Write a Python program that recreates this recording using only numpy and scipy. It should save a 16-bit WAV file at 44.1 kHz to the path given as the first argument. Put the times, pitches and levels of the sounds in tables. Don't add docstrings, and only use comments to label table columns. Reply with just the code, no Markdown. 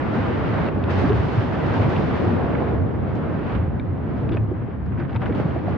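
import sys
import numpy as np
from scipy import signal
from scipy.fft import rfft, irfft, next_fast_len
from scipy.io import wavfile
from scipy.ndimage import uniform_filter1d, minimum_filter1d, map_coordinates

SR = 44100
rng = np.random.default_rng(int(sys.argv[2]) if len(sys.argv) > 2 else 0)


def waveform_to_disk(signal):
    frames = np.transpose(np.atleast_2d(signal))
    scaled = np.clip(frames, -1, 1) * 32767
    samples = np.round(scaled).astype(np.int16)
    wavfile.write(sys.argv[1], SR, samples)


def magnitude_from_level(level_db):
    exponent = np.asarray(level_db, float) / 20
    return 10 ** exponent


N = 254456


def unit(x):
    return x / np.sqrt(np.mean(x ** 2) + 1e-20)


def along(points, hz):
    f, v = np.transpose(points)
    return np.interp(np.log(hz + 1), np.log(f + 1), v)


def wobble(rate):
    knots = rng.standard_normal(int(N * rate / SR) + 4)
    return map_coordinates(knots, [np.arange(N) * rate / SR])


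def filtered(x, response):
    m = next_fast_len(x.shape[-1] + 8192)
    spectrum = rfft(x, m) * response(np.fft.rfftfreq(m, 1 / SR))
    return irfft(spectrum, m)[..., :x.shape[-1]]


def add(out, start_s, sound, lean_db):
    part = out[:, max(round(start_s * SR), 0):][:, :sound.shape[-1]]
    part += sound[..., :part.shape[1]] * magnitude_from_level(np.array([[lean_db / 2], [-lean_db / 2]]))


# time_s, flow_db, throatiness_db
JET_FLOW = [(0.0, 6.5, -3.5), (0.681, 9.5, -3.5), (0.708, 1.5, -0.5), (.888, 4.5, -2.5), (.9, 7, -3.5),
            (1.5, 5, -1.6), (1.75, 8.5, -1.6), (2.33, 5.5, 0), (2.72, 4.5, 1), (2.811, -2, 0.5),
            (3.52, 4, -4), (3.7, -4.5, -3.5), (4.2, -2, -4), (4.42, -5, -3), (4.9, -5.5, -7.5),
            (5.19, -3.5, -4.5), (5.23, 0.9, -3), (5.77, 2.2, -3)]
# centre_s, rumble_gain_db, half_length_s
LAKE_HEAVES = [(0.116, 0, 0.09), (0.58, 2, .15), (1.088, 5, 0.13), (1.882, 2, 0.13), (2.271, 3, 0.091),
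               (3.104, 2.5, .35), (3.73, 3, 0.16), (4.087, 2.5, 0.14), (4.3, 7, 0.098), (4.559, 2, 0.077),
               (4.956, 4.5, .12), (5.38, 2.5, 0.2)]
# start_s, fizz_gain_db, hold_s, fade_s
GAS_SPURTS = [(0.131, 4.5, 0.027, 0.069), (0.902, 9, 0.2, 0.022), (0.983, 1.5, 0.03, .015),
              (1.146, 8.5, 0.3, 0.24), (1.664, 4, .01, 0.013), (1.733, 5, 0.1, .03), (1.895, 6, 0.2, 0.14),
              (2.153, 3, .18, 0.011), (3.074, 2.5, .01, 0.028), (3.152, 7.5, 0.0026, 0.017),
              (3.473, 1.5, 0.075, .05), (4.17, 5, .05, 0.034), (4.314, 7.5, .03, 0.017),
              (4.362, 9.5, 0.0044, .012), (4.987, 10, 0.014, .02), (5.099, 6, .05, 0.018),
              (5.207, 5.5, .02, 0.012), (5.26, 5.5, .015, 0.013), (5.35, 9.5, 0.051, 0.11),
              (5.685, 4, .015, 0.034)]
# centre_s, hiss_gain_db, half_length_s
JET_CHOKES = [(0.354, 0.5, 0.11), (0.781, 0, .06), (0.913, 2, 0.022), (1.002, 1.5, .025),
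              (1.083, 0.5, 0.0099), (1.297, 0, .08), (.67, -1, 0.029), (1.742, -0.5, .03), (1.8, 0, .04),
              (1.876, 0, .02), (2.05, -0.5, 0.089), (2.694, -1.5, 0.054), (3.049, -1, .1), (3.349, -1, .08),
              (3.677, 0, .05), (3.952, -1.5, 0.11), (4.141, 1.5, 0.045), (4.3, 0, .008), (4.468, 0, 0.044),
              (4.65, -1, 0.11), (4.82, -2.5, 0.056), (5.071, -3, .012), (5.185, -2, .014),
              (5.246, -2, 0.0054), (5.313, -2, .008), (5.337, -1, .008), (5.47, -1, 0.048), (5.62, -2, .03)]


def jet_levels(t):
    roar_grows, fizz_grows = 0.64, 1.37
    fizz_db = -5.5
    spurt_rise_s = 0.0043
    time_s, flow, throat = np.transpose(JET_FLOW)
    flow, throat = np.interp(t, time_s, flow), np.interp(t, time_s, throat)

    heave = sum(db * np.exp(-((t - at) / half) ** 2) for at, db, half in LAKE_HEAVES)
    choke = sum(db * np.exp(-((t - at) / half) ** 2) for at, db, half in JET_CHOKES)
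    spurt = 0
    for at, db, hold, fade in GAS_SPURTS:
        rising = np.minimum((t - at) / spurt_rise_s, 0)
        fading = (at + hold - t) / fade
        spurt = spurt + db * np.exp(np.minimum(rising, fading))

    flow = flow + choke
    throat = throat + (0.75 - roar_grows) * choke
    roar = roar_grows * flow + throat + 0.49 * heave
    hiss = flow + 0.18 * spurt
    fizz = fizz_db + fizz_grows * flow + spurt
    return np.array([heave, roar, hiss, fizz])


VENT_BANDS_HZ = [90, 450, 1900, 6500]
# pitch_hz, density_db (per Hz)
VENT_COLOUR = [(15, -46.5), (30, -19.5), (50, -18), (70, -4.5), (100, -2), (160, -4.5), (300, -7.5),
               (700, -17.5), (1500, -28), (3000, -42), (5000, -56.5), (7000, -71), (10000, -89),
               (13000, -106)]
# pitch_hz, correlation (0 to 1)
PORT_LIKENESS = [(40, 0.39), (100, 0.75), (180, 0.41), (310, 0.28), (540, 0.32), (930, 0.48), (2200, 0.31),
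                 (8000, 0.17)]
# time_s, left_minus_right_db
VENT_LEAN = [(0.0, -.1), (1.0, -0.6), (3.2, -0.3), (3.75, -1), (4.95, 1), (5.5, -0.5), (5.77, 0)]


def vent(patchy_db, surge_db, level_db):
    hz, t, z = signal.stft(rng.standard_normal((2, N)), SR, nperseg=384, noverlap=256)
    bands = len(VENT_BANDS_HZ)
    place = np.interp(np.log(hz + 1), np.log(VENT_BANDS_HZ), np.arange(bands))
    weights = np.clip(1 - abs(place[:, None] - np.arange(bands)), 0, 1)
    weights[:, -1] *= 1 + 0.25 * np.clip(hz / VENT_BANDS_HZ[-1] - 1, 0, 1)

    patches = uniform_filter1d(rng.standard_normal(z.shape[1:]), size=5, axis=0)
    patches = unit(uniform_filter1d(patches, size=18, axis=1))
    shaken = np.clip(place - 0.8, 0, 1) * np.clip(3.3 - place, 0.3, 1)
    shake = wobble(14) + 0.95 * wobble(45)
    puffs = shaken[:, None] * shake[np.minimum(t * SR, N - 1).astype(int)]
    gain_db = weights @ jet_levels(t) + patchy_db * patches + surge_db * puffs
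    pair = signal.istft(z * magnitude_from_level(gain_db), SR, nperseg=384, noverlap=256)[1][:, :N]

    def colour(f):
        turn = np.arccos(np.clip(along(PORT_LIKENESS, f), -1, 1)) / 2
        return magnitude_from_level(along(VENT_COLOUR, f)) * [np.cos(turn), np.sin(turn)]

    mid, side = filtered(pair, colour)
    lean = np.interp(np.arange(N) / SR, *np.transpose(VENT_LEAN))
    return magnitude_from_level(level_db + np.outer([0.5, -0.5], lean)) * unit(np.array([mid + side, mid - side]))


# pitch_hz, density_db (per Hz)
WIND_COLOUR = [(12, -41), (25, -16), (45, 3.5), (90, 2.5), (250, -29), (900, -120)]


def wind(level_db, lumpy_db):
    own = np.array([wobble(4.7), wobble(3.2)])
    lumps = magnitude_from_level(lumpy_db * own + 3.4 * wobble(4.0))
    push = filtered(rng.standard_normal((2, N)), lambda f: magnitude_from_level(along(WIND_COLOUR, f)))
    return magnitude_from_level(level_db) * unit(lumps * push)


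# centre_s, pitch_hz,
# peak_db, life_s, pitch_rise_share
SLIDING_POCKETS = [(0.202, 100.5, -17, 0.021, -0.28), (0.496, 121.4, -21.5, 0.063, -0.27),
                   (1.055, 103.3, -20, 0.29, 0.25), (1.048, 264, -13.5, .032, 0.4),
                   (1.106, 403, -11.5, 0.023, 0.13), (1.193, 77, -17.5, 0.053, -0.057),
                   (1.393, 111, -11, 0.026, -0.14), (1.818, 105, -16.5, 0.07, 0.055),
                   (1.863, 133.5, -17, 0.068, 0.17), (1.989, 145, -25, 0.058, -0.18),
                   (2.053, 156, -20.5, 0.047, 0.26), (2.81, 89.7, -15.5, 0.093, 0.41),
                   (3.606, 82, -15.5, 0.073, 0.36), (3.898, 92.3, -21, 0.097, 0.03),
                   (4.279, 114, -19, 0.018, -0.081), (4.407, 108.9, -16, .147, -.1),
                   (4.829, 58.4, -29, 0.068, -0.37), (5.165, 110, -16.5, 0.021, 0.38),
                   (5.458, 171, -11.5, 0.013, -0.27), (5.724, 88, -21.5, 0.091, -0.23)]
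# centre_s, pitch_hz, peak_db, life_s, left_minus_right_db
GAS_POPS = [(.181, 238, -14.5, 0.022, 6.5), (.604, 626, -30, 0.041, -6), (.885, 990, -23, 0.0073, -3),
            (1.77, 910, -25, 0.026, -3), (2.622, 710, -15, 0.0024, -7), (3.508, 750, -31.5, 0.0066, 12),
            (4.316, 330, -16.5, 0.01, 2), (4.331, 335, -20.5, 0.015, 1), (4.349, 377, -18, 0.0079, 0),
            (4.371, 617, -25, 0.0094, 2), (4.518, 357, -17, 0.015, -1), (5.003, 337, -24.5, 0.039, 4),
            (5.164, 920, -28, 0.011, 0), (5.228, 758, -30, 0.032, 3.6), (5.062, 171.4, -14.5, 0.0087, -4.5),
            (5.298, 473, -19.5, 0.014, 3), (5.31, 280, -16.5, 0.007, -5), (5.359, 300, -18, 0.0039, 0),
            (5.4, 400, -10.5, 0.0023, -5.5), (5.564, 300, -19, 0.015, 0), (5.564, 665, -22, 0.01, -3),
            (5.683, 680, -17, 0.0076, -4)]


def bubbles():
    out = np.zeros((2, N))
    booms = [(*row, -0.5) for row in SLIDING_POCKETS]
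    pops = [(s, hz, db, life, 0, lean_db) for s, hz, db, life, lean_db in GAS_POPS]
    for s, hz, db, life, rise, lean_db in booms + pops:
        big = hz < 170
        u = np.arange(-1.5, 2, 1 / (life * SR))
        turns = hz * life * (u + rise * u ** 2 / 2)
        phase = rng.random()
        lag = 0.85 * np.cos(2 * np.pi * phase) * np.array([[0.5], [-0.5]]) * big
        onset = 2.8 if big else 22
        swell = np.exp(-np.where(u < -0.1, onset, 2.2) * (u + 0.1) ** 2)
        song = np.cos(2 * np.pi * (turns + phase) + lag)
        add(out, s - 1.5 * life, magnitude_from_level(db - 1.2) * swell * song, lean_db)
    return out


# start_s, peak_db, dull_above_hz, t60_s, left_minus_right_db
LONE_CLOTS = [(0.685, -18.5, 2480, 0.023, 1), (0.84, -31, 3800, 0.015, 2), (1.042, -18, 2090, 0.091, -1),
              (1.118, -24, 3000, .05, 0), (1.130, -25, 4960, 0.015, 2), (1.964, -30, 3500, .0206, 10),
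              (2.55, -28, 2550, 0.041, -23), (3.547, -35.5, 3500, 0.095, -23), (3.794, -39, 3900, .015, -5),
              (4.291, -29, 4200, 0.015, 7), (4.2955, -37, 4400, .012, 1), (4.318, -31.5, 3600, 0.05, -2),
              (4.329, -31.5, 4000, .04, 1), (4.3393, -34, 4600, 0.04, -1.1), (4.348, -29, 3400, .02, 2),
              (4.37, -25.5, 3000, 0.03, 0), (4.37, -35, 5200, 0.007, -4)]
# start_s, peak_db, dull_above_hz, t60_s, left_minus_right_db
SPATTER = [(4.918, -37.5, 2640, 0.099, -14), (4.971, -30.5, 2220, 0.29, -2),
           (4.998, -25.5, 2900, 0.058, -2), (5.011, -32, 2500, 0.054, -8), (5.018, -30, 2500, 0.06, -6),
           (5.049, -32.5, 2780, .04, -21.5), (5.092, -31, 3400, .07, -5), (5.151, -22.5, 1880, 0.04, 5),
           (5.159, -22, 3400, 0.047, 2.5), (5.129, -31, 4400, .02, -4), (5.145, -28, 2800, .012, 0),
           (5.1648, -27.5, 3800, 0.021, 1), (5.262, -20, 2400, 0.037, 4), (5.277, -28, 3000, .03, 0),
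           (5.355, -38, 3600, .03, -2), (5.432, -30, 2400, .03, -1), (5.667, -29, 2000, .04, -6),
           (5.216, -24.5, 3370, 0.09, 2), (5.232, -24.5, 2600, 0.098, 1), (5.257, -23.5, 3540, 0.036, 3),
           (5.292, -28.5, 3000, 0.081, 1), (5.323, -28, 3200, 0.044, -1), (5.386, -35, 3000, 0.045, -5),
           (5.398, -25.5, 2400, 0.053, -3), (5.508, -29, 3180, .04, -3)]
# start_s, peak_db, left_minus_right_db
FAR_THUDS = [
    (.601, -20, 2),
    (4.232, -24, -3),
    (4.512, -35, 4),
    (4.613, -32, -3),
    (4.683, -34, 3),
    (4.922, -26, 0),
]
# pitch_hz, density_db (per Hz)
CRUNCH_COLOUR = [(200, 3.5), (1500, 10.5), (4000, -5.5), (12000, -28.5)]
# start_s, peak_db, pitch_hz, t60_s, left_minus_right_db
RINGING_STONES = [(0.838, -29, 2596, 0.0082, 4), (.84, -34.5, 3490, 0.0078, 4.5),
                  (1.094, -41, 3520, 0.043, -1), (1.963, -24.5, 2725, 0.012, -1),
                  (2.551, -32, 1986, 0.013, -1), (3.765, -37, 1464, .05, 1.5),
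                  (3.7966, -31, 2335, 0.02, 0.5), (3.797, -39.5, 3570, 0.022, 0),
                  (3.798, -37.5, 1590, .012, 1), (3.803, -40, 1670, 0.043, 0),
                  (4.292, -31, 2260, .008, 3.5), (4.292, -31, 854, 0.0099, 2),
                  (5.097, -38, 1557, 0.026, -1), (5.098, -46.5, 2945, 0.017, 0), (1.121, -35, 3000, .02, 1),
                  (4.316, -55, 4970, .02, 1), (4.318, -38, 1430, .03, -2.5),
                  (4.318, -35.5, 2765, .015, -0.5), (4.322, -39, 3410, 0.025, 3),
                  (4.34, -40.5, 3380, 0.023, 1), (4.339, -34, 1540, .02, 0), (4.342, -50, 4600, .015, 0.5),
                  (4.37, -31, 2490, 0.035, 1.5), (4.371, -36.5, 1787, 0.046, -1),
                  (4.9986, -32.5, 1518, 0.035, 2.5), (4.678, -52, 3100, 0.016, 3),
                  (5.003, -55, 4680, 0.016, 4), (5.014, -32.5, 1507, 0.024, 1),
                  (5.022, -34.5, 1488, 0.031, 0.5), (5.05, -41, 1500, 0.021, -3.5),
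                  (5.108, -56, 4600, .012, 0), (5.1511, -35, 1307, 0.015, 2), (5.221, -32, 2014, 0.016, 4),
                  (5.2575, -36.5, 3050, .018, 0.5), (5.325, -34.5, 2246, .018, -1),
                  (5.512, -39.5, 1510, 0.013, -1)]
# start_s, peak_db, pitch_hz, rise_s,
# left_minus_right_db
GRIT_TICKS = [(3.155, -54, 5870, 0.00013, 15), (4.862, -53, 4500, .0002, -12), (5.148, -54, 4970, .0004, 9),
              (0.84, -32, 3000, .0002, 3), (1.13, -36, 3600, .00015, 2), (1.9649, -28, 2600, .0002, 2),
              (2.5515, -33, 2000, .0003, -6), (3.7965, -42, 2600, .00015, -2),
              (4.2933, -35, 2600, .0002, 4), (4.2962, -42, 3000, .0002, 1),
              (4.3702, -33.5, 2600, .00015, 0), (5.035, -49, 3300, .0003, 0), (5.122, -54, 4300, .0003, -3),
              (5.1475, -37, 2200, .0002, 3), (5.153, -31, 1400, .0006, 1), (5.3508, -40, 3000, .0002, -2),
              (3.27, -68, 8000, .00008, 0), (3.43, -70, 8000, .00008, 0), (3.512, -68, 8000, .00008, 4),
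              (4.516, -75, 12000, .00002, 2), (4.5135, -21, 470, .001, 2), (4.684, -21.5, 330, .0015, 2),
              (.601, -24, 650, .001, -1), (4.232, -26, 600, .001, -2), (5.3498, -50, 8000, 0.00003, -3)]


def cinders():
    out, t = np.zeros((2, N)), np.arange(SR // 6) / SR

    def far(x, hz):
        return signal.sosfilt(signal.butter(6, min(1.7 * hz, 20000), fs=SR, output="sos"), x)

    clots = [(s, db, 0.38 * hz, t60, hz, lean_db) for s, db, hz, t60, lean_db in LONE_CLOTS]
    clots += [(s, db, 0.09 * hz, t60, hz, lean_db) for s, db, hz, t60, lean_db in SPATTER]
    clots += [(s, db, 0.39 * 990, 0.016, 990, lean_db) for s, db, lean_db in FAR_THUDS]
    for s, db, thin_hz, t60, dull_hz, lean_db in clots:
        spreading = 1 - np.exp(-t / (0.015 * t60))
        fade = magnitude_from_level(-60 * t / t60) * spreading * np.cos(np.pi / 2 * t / t[-1])
        grains = magnitude_from_level(1.4 * np.repeat(rng.standard_normal(len(t) // 40 + 1), 40)[:len(t)])
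        noise = grains * rng.standard_normal((2, len(t)))
        crunch = filtered(noise, lambda f: magnitude_from_level(along(CRUNCH_COLOUR, f)))
        spread = crunch[0] + 0.26 * np.array([[1], [-1]]) * crunch[1]
        air = signal.butter(5, dull_hz, fs=SR, output="sos")
        size = signal.butter(2, thin_hz, "high", fs=SR, output="sos")
        splat = signal.sosfilt(np.vstack([air, size]), fade * spread)
        balance = np.linalg.norm(fade) / np.linalg.norm(splat.mean(axis=0))
        add(out, s, magnitude_from_level(db - 7.0) * splat * balance, lean_db)

    for s, db, hz, t60, lean_db in RINGING_STONES:
        wander = 0.07 * uniform_filter1d(np.cumsum(rng.standard_normal(len(t))), size=30)
        strike = 1 - np.exp(-(t / 0.00045) ** 2)
        ring = magnitude_from_level(db - 60 * t / t60) * strike * np.sin(2 * np.pi * hz * t + wander)
        add(out, s, far(ring, hz), lean_db)

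    for s, db, hz, rise, lean_db in GRIT_TICKS:
        pulse = t / rise * np.exp(1 - t / rise)
        add(out, s, far(magnitude_from_level(db) * np.sin(2 * np.pi * hz * t) * pulse, hz), lean_db)
    return out


def scene():
    gas = vent(patchy_db=0.5, surge_db=0.58, level_db=-22.0)
    return gas + wind(level_db=-50.5, lumpy_db=11.0) + bubbles() + cinders()


def low_pass(x):
    return signal.sosfilt(signal.butter(12, 15800, fs=SR, output="sos"), x)


def record(dry):
    heard = filtered(dry, lambda f: f ** 2 / np.sqrt(f ** 4 + 34 ** 4))
    hiss = filtered(rng.standard_normal((2, N)), lambda f: 1 / (1 + (f / 9700) ** 40))
    heard = heard + magnitude_from_level(-94.0) * unit(hiss)
    need = np.minimum(1, 0.43 / (abs(heard).max(axis=0) + 1e-9))
    gain = uniform_filter1d(minimum_filter1d(need, size=801), size=400)
    ending = np.sin(np.pi / 2 * np.clip((N - np.arange(N)) / 60, 0, 1)) ** 2
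    return low_pass(heard * gain * ending)


dry = scene()
out = record(dry)
waveform_to_disk(out)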